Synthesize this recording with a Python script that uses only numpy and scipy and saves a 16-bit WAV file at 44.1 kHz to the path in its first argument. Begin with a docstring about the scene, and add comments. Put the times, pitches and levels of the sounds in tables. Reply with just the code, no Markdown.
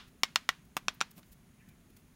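"""A faint echo dies away, then a wooden stick taps a chain of three wax discs held over a tub of sand.
The hand stops each knock from ringing within milliseconds, and a short echo follows.
The fourth tap cracks a disc off, so the last two taps ring differently on the shorter piece.
Fingers then turn the sandy wax over, with small scuffs, soft bumps and a faint squeak.
A quiet rumble and a thin hiss lie underneath from start to end."""
import sys
import numpy as np
from scipy import signal
from scipy.fft import rfft, irfft
from scipy.io import wavfile

SR = 44100
rng = np.random.default_rng(int(sys.argv[2]) if len(sys.argv) > 2 else 0)


def unload_wav(signal):
    """Save mono or channel-first audio to the path in sys.argv[1] as 16-bit WAV at rate SR, clipped to [-1, 1]."""
    wavfile.write(
        sys.argv[1],
        SR,
        np.round(np.clip(np.atleast_2d(signal).T, -1, 1) * 32767).astype(np.int16),
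    )


N = 94815

BREAK_S, BASS_CUT_HZ = .8, 240  # two discs are left after BREAK_S; small discs give out little bass
CRACK_DB, CRACK_S, CRACK_HZ = -16.5, .0009, 6480
BOOST_DB, DIP_DB, SPOT_OCTAVES = 5.5, -12.5, .08  # the spot struck favours one pitch and misses another
# The notes of the wax before and after the break; each tap retunes them a little.
# f/Hz, level/dB, t60/s (the time to fade by 60 dB)
THREE_DISC_NOTES = [(278.3, -17, 0.0053), (667, -15.5, 0.0096), (1109, 0, 0.012), (1416, -0.5, 0.015),
                    (1935, 0, 0.0057), (2407, -2, .012), (2933, 0, 0.014), (3397, -3, 0.011),
                    (3790, -2.5, 0.015), (4490, -5.5, 0.017), (5465, -3, .013), (6210, -8, 0.025),
                    (7104, -6.5, 0.0055), (9700, -13, .009)]
TWO_DISC_NOTES = [(248, -25, 0.0065), (790, -11, 0.004), (1250, 1.5, 0.0071), (1580, 1, 0.0092),
                  (2560, -0.5, 0.0065), (3310, -8, 0.042), (3690, -6.5, 0.015), (4570, -9, 0.0043),
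                  (5770, -2, 0.0052), (6470, -11, 0.004), (7180, -11, 0.021), (9330, -11.5, 0.0034)]
# Centres of five tone ranges (thud, body, middle, edge, crack): f/Hz
TONE_RANGES = (350, 1300, 2600, 5000, 12000)
# Taps of the stick: t/s, level/dB, tuning factor, thud/dB, body/dB, edge/dB, crack/dB,
# boosted f/Hz, dipped f/Hz, bounce delay/ms, bounce level against the tap/dB
TAPS = [(0.2337, -15.5, .99, 5, -3, 3, 1, 2170, 1480, 0.9, -14),
        (0.3585, -15, 0.96, -3.5, -1.5, 1, -0.5, 4180, 686, 2, -23),
        (0.4903, -16, 0.97, -1.5, -2, -5, -3.5, 1914, 2650, 1.5, -18),
        (0.7675, -23, 0.91, 11.5, 1.5, -3, 9, 1173, 4450, 6.67, -8.5),
        (0.8829, -18.5, 0.99, 9.5, -1.5, 1.5, -7.5, 2660, 2030, 0.94, -18),
        (1.0122, -18.5, .99, 10, -0.5, 1.5, -6.5, 1360, 1930, 9.0, -14.5)]
def taps(size=4096):
    """Each tap briefly rings the wax; the spot struck shapes the tone, and the stick bounces once."""
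    out, t = np.zeros(N), np.arange(size) / SR
    treble_only = signal.butter(2, CRACK_HZ, "high", fs=SR)
    bass_cut = signal.butter(2, BASS_CUT_HZ, "high", fs=SR)
    for at, db, tuning, thud, body, edge, crack, boost_hz, dip_hz, bounce_ms, bounce_db in TAPS:
        notes = THREE_DISC_NOTES if at < BREAK_S else TWO_DISC_NOTES
        ring = np.zeros(size)
        for k, (hz, note_db, t60) in enumerate(notes):
            note = unit(np.sin(2 * np.pi * hz * tuning * t) * fade(t, t60))
            ring += (-1) ** k * gain(note_db) * note  # every other note starts by swinging down
        burst = rng.standard_normal(size) * np.exp(-t / CRACK_S)
        grit = signal.lfilter(*treble_only, burst)
        tone = curve(list(zip(TONE_RANGES, (thud, body, 0, edge, crack))), size)
        tone += BOOST_DB * bell(boost_hz, SPOT_OCTAVES, size)
        tone += DIP_DB * bell(dip_hz, SPOT_OCTAVES, size)
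        knock = shape(unit(ring) + gain(CRACK_DB) * unit(grit), tone)
        knock = signal.lfilter(*bass_cut, knock)
        add(out, at, knock, db)
        add(out, at + bounce_ms / 1000, knock, db + bounce_db)
    return out


# The tone of a snap: f/Hz, level/dB
SNAP_TONE = [(300, -29), (1200, 3), (3000, 5), (6000, -0.5), (9000, -10.5), (15000, -40)]
# Tiny snaps in the wax: t/s, level/dB, treble tilt/dB per octave
SNAPS = [(0.7676, -43, 1), (1.006, -30, -1), (1.2305, -57, -3.5)]
def wax_snaps(size=2048, t60=.022):
    """The wax splinters in tiny, bright bursts of noise."""
    out, t = np.zeros(N), np.arange(size) / SR
    treble = np.maximum(octaves(size), np.log2(TONE_RANGES[1]))  # flat below the body range
    for at, db, tilt in SNAPS:
        burst = rng.standard_normal(size) * fade(t, t60)
        add(out, at, shape(burst, curve(SNAP_TONE, size) + tilt * treble), db)
    return out


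# Notes that linger after two of the taps: t/s, f/Hz, level/dB, t60/s
STICK_NOTES = [(.236, 2150, -44, .15), (.491, 1980, -50, .14)]
def stick_ring():
    """A faint note, probably from the wooden stick, outlasts the knock."""
    out = np.zeros(N)
    for at, hz, db, t60 in STICK_NOTES:
        age = np.maximum(np.arange(N) / SR - at, 0)
        out += gain(db) * np.sin(2 * np.pi * hz * age) * fade(age, t60)
    return out


ECHO_DELAY_S = .002
def near_echo(knocks, db=-16, t60=.045):
    """The tub and the hand quickly scatter each knock back."""
    t = np.arange(SR // 8) / SR
    onset = np.clip(t / ECHO_DELAY_S - 1, 0, 1)
    scatter = rng.standard_normal(len(t)) * onset * fade(t, t60)
    return gain(db) * signal.fftconvolve(knocks, scatter / np.linalg.norm(scatter))[:N]


# The tone of the surroundings: f/Hz, level/dB
ECHO_TONE = [(200, -14), (450, -12), (1200, 1), (2200, -0.5), (3600, -3.5), (6000, -10), (9000, -19),
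             (15000, -26.5)]
# A quick and a slow echo: level against the tap/dB, t60/s
ECHO_TAILS = [(-15, .065), (-24, .32)]
def far_echo(size=16384, tap_tone_share=.6):
    """The surroundings return each tap as a smooth, fading noise that keeps some of its tone."""
    out, t = np.zeros(N), np.arange(size) / SR
    for at, db, _, thud, body, edge, crack, *_ in TAPS:
        tap_tone = curve(list(zip(TONE_RANGES, (thud, body, 0, edge, crack))), size)
        tone = curve(ECHO_TONE, size) + tap_tone_share * tap_tone
        for tail_db, t60 in ECHO_TAILS:
            tail = shape(rng.standard_normal(size), tone) * fade(t, t60)
            add(out, at + ECHO_DELAY_S, tail, db + tail_db)
    return out


# The tone of a scuff: f/Hz, level/dB
SCUFF_TONE = [(200, 10), (900, -8), (2000, 6), (5000, 3.5), (9000, 2.5), (14000, 7.5)]
# Finger scuffs: t/s, half length/s, level/dB, tilt/dB per octave
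SCUFFS = [(0.084, 0.0074, -56.5, -3), (0.654, 0.0029, -63, 3), (0.947, 0.0059, -57.5, 7.5),
          (1.113, 0.0037, -52.5, 1.5), (1.182, 0.012, -55, 0), (1.267, 0.034, -71, -0.5),
          (1.327, 0.0083, -56.5, 2), (1.692, 0.0051, -61.5, -0.5), (1.808, .008, -70, -2.5),
          (1.905, 0.0035, -64.5, -0.5), (1.97, 0.0035, -54, -0.5), (1.99, 0.018, -69, 0)]
def finger_scuffs(grain_db=2):
    """Fingers rub the sandy wax; the level jumps every 32 samples, which sounds grainy."""
    out = np.zeros(N)
    for at, half, db, tilt in SCUFFS:
        noise = rng.standard_normal(N)
        jumps = np.repeat(rng.standard_normal(N // 32 + 1), 32)[:N]
        grains = noise * gain(grain_db * jumps)
        tone = curve(SCUFF_TONE, N) + tilt * octaves(N)
        out += gain(db) * swell(at, half) * unit(irfft(rfft(grains) * gain(tone), N))
    return out


# Soft bumps: t/s, half length/s, level/dB, f/Hz
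BUMPS = [(0.145, 0.018, -63.5, 246), (.65, 0.012, -59.5, 68), (1.188, 0.013, -54.5, 190),
         (1.191, 0.014, -63.5, 810), (1.31, 0.0091, -57, 44.9), (1.687, 0.0092, -56, 159.1),
         (1.904, 0.0067, -59, 230)]
def hand_bumps():
    """Hand and wax meet in short swells of low noise."""
    return sum(gain(db) * swell(at, half) * noise_band(hz, width=.5) for at, half, db, hz in BUMPS)


# Parts of the squeak: t/s, half length/s, level/dB, f/Hz
SQUEAKS = [(1.605, 0.011, -70.5, 2530), (1.628, .015, -69, 1870), (1.685, 0.019, -75, 1690),
           (1.70, .045, -75, 2300)]
def wax_squeak():
    """The wax squeaks as it is turned: narrow bands of noise make a wavering pitch."""
    return sum(gain(db) * swell(at, half) * noise_band(hz, width=.14) for at, half, db, hz in SQUEAKS)


# The tone of the opening echo: f/Hz, level/dB
OPENING_TONE = [(300, -16), (1200, 9.5), (2000, 4.5), (3600, 8), (7000, -10), (15000, -34)]
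def opening_echo(db=-51.5, t60=.24):
    """The faint echo of a knock is already dying away as the scene begins."""
    noise = unit(shape(rng.standard_normal(N), curve(OPENING_TONE, N)))
    return gain(db) * noise * fade(np.arange(N) / SR, t60)


# The tone of the rumble: f/Hz, relative level/dB
RUMBLE_TONE = [(15, -34), (25, -6.5), (114, -8.5), (170, -5), (263, -9), (301, -16.5), (416, -18.5),
               (489, -25.5), (734, -24.5), (796, -26.5), (2280, -29), (5000, -37), (6380, -35.5),
               (9840, -39.5), (16000, -36.5)]
# Narrow bands of hiss: f/Hz, width/octaves, level/dB
HISS_BANDS = [(6640, 0.059, -84.5), (9870, .05, -81.5)]
def background(rumble_db=-61):
    """A low, steady rumble with a thin hiss on top."""
    rumble = gain(rumble_db) * unit(shape(rng.standard_normal(N), curve(RUMBLE_TONE, N)))
    return rumble + sum(gain(db) * noise_band(hz, width) for hz, width, db in HISS_BANDS)


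def gain(db):
    """Turn decibels into a number to multiply by."""
    return 10 ** (np.asarray(db) / 20)


def unit(x):
    """Scale a sound to an average (rms) level of 1."""
    return x / np.sqrt(np.mean(x ** 2) + 1e-30)


def octaves(size):
    """Each frequency in a sound of this size, in octaves above 1 Hz."""
    return np.log2(np.maximum(np.arange(size // 2 + 1) * SR / size, 1))


def curve(points, size):
    """Join (f/Hz, level/dB) points to get a level for every frequency."""
    hz, db = np.array(points, float).T
    return np.interp(octaves(size), np.log2(hz), db)


def bell(hz, width, size):
    """A smooth hump around one frequency, its width in octaves."""
    return np.exp(-((octaves(size) - np.log2(hz)) / width) ** 2 / 2)


def shape(x, db):
    """Turn each frequency up or down without smearing the sound back in time."""
    size = len(x)
    cepstrum = irfft(np.log(gain(db)), size)
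    cepstrum[1:size // 2] *= 2  # fold the filter's late half onto its early half
    cepstrum[size // 2 + 1:] = 0
    return irfft(rfft(x) * np.exp(rfft(cepstrum)), size)


def noise_band(hz, width):
    """Noise around one frequency, its width in octaves."""
    return unit(irfft(rfft(rng.standard_normal(N)) * bell(hz, width, N), N))


def fade(t, t60):
    """Die away by 60 dB every t60 seconds."""
    return np.exp(-np.log(1000) * t / t60)


def swell(at, half):
    """A smooth rise and fall around a moment."""
    return np.exp(-((np.arange(N) / SR - at) / half) ** 2 / 2)


def add(out, at, x, db):
    """Mix in a short sound; db is the level it would have if squeezed into 2 ms."""
    start = int(round(at * SR))
    x = x * gain(db) * np.sqrt(.002 * SR / np.sum(x ** 2))
    out[start:start + len(x)] += x[:N - start]


def scene():
    """Mix knocks, echoes, handling and background into one channel."""
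    knocks = taps() + wax_snaps()
    echoes = near_echo(knocks) + opening_echo() + far_echo()
    handling = finger_scuffs() + hand_bumps() + wax_squeak()
    return (knocks + stick_ring() + echoes + handling + background())[None]


def record(dry, top_hz=15800):
    """Cut away the very highest treble."""
    return signal.sosfilt(signal.ellip(10, .2, 70, top_hz, fs=SR, output="sos"), dry)


dry = scene()
out = record(dry)
unload_wav(out)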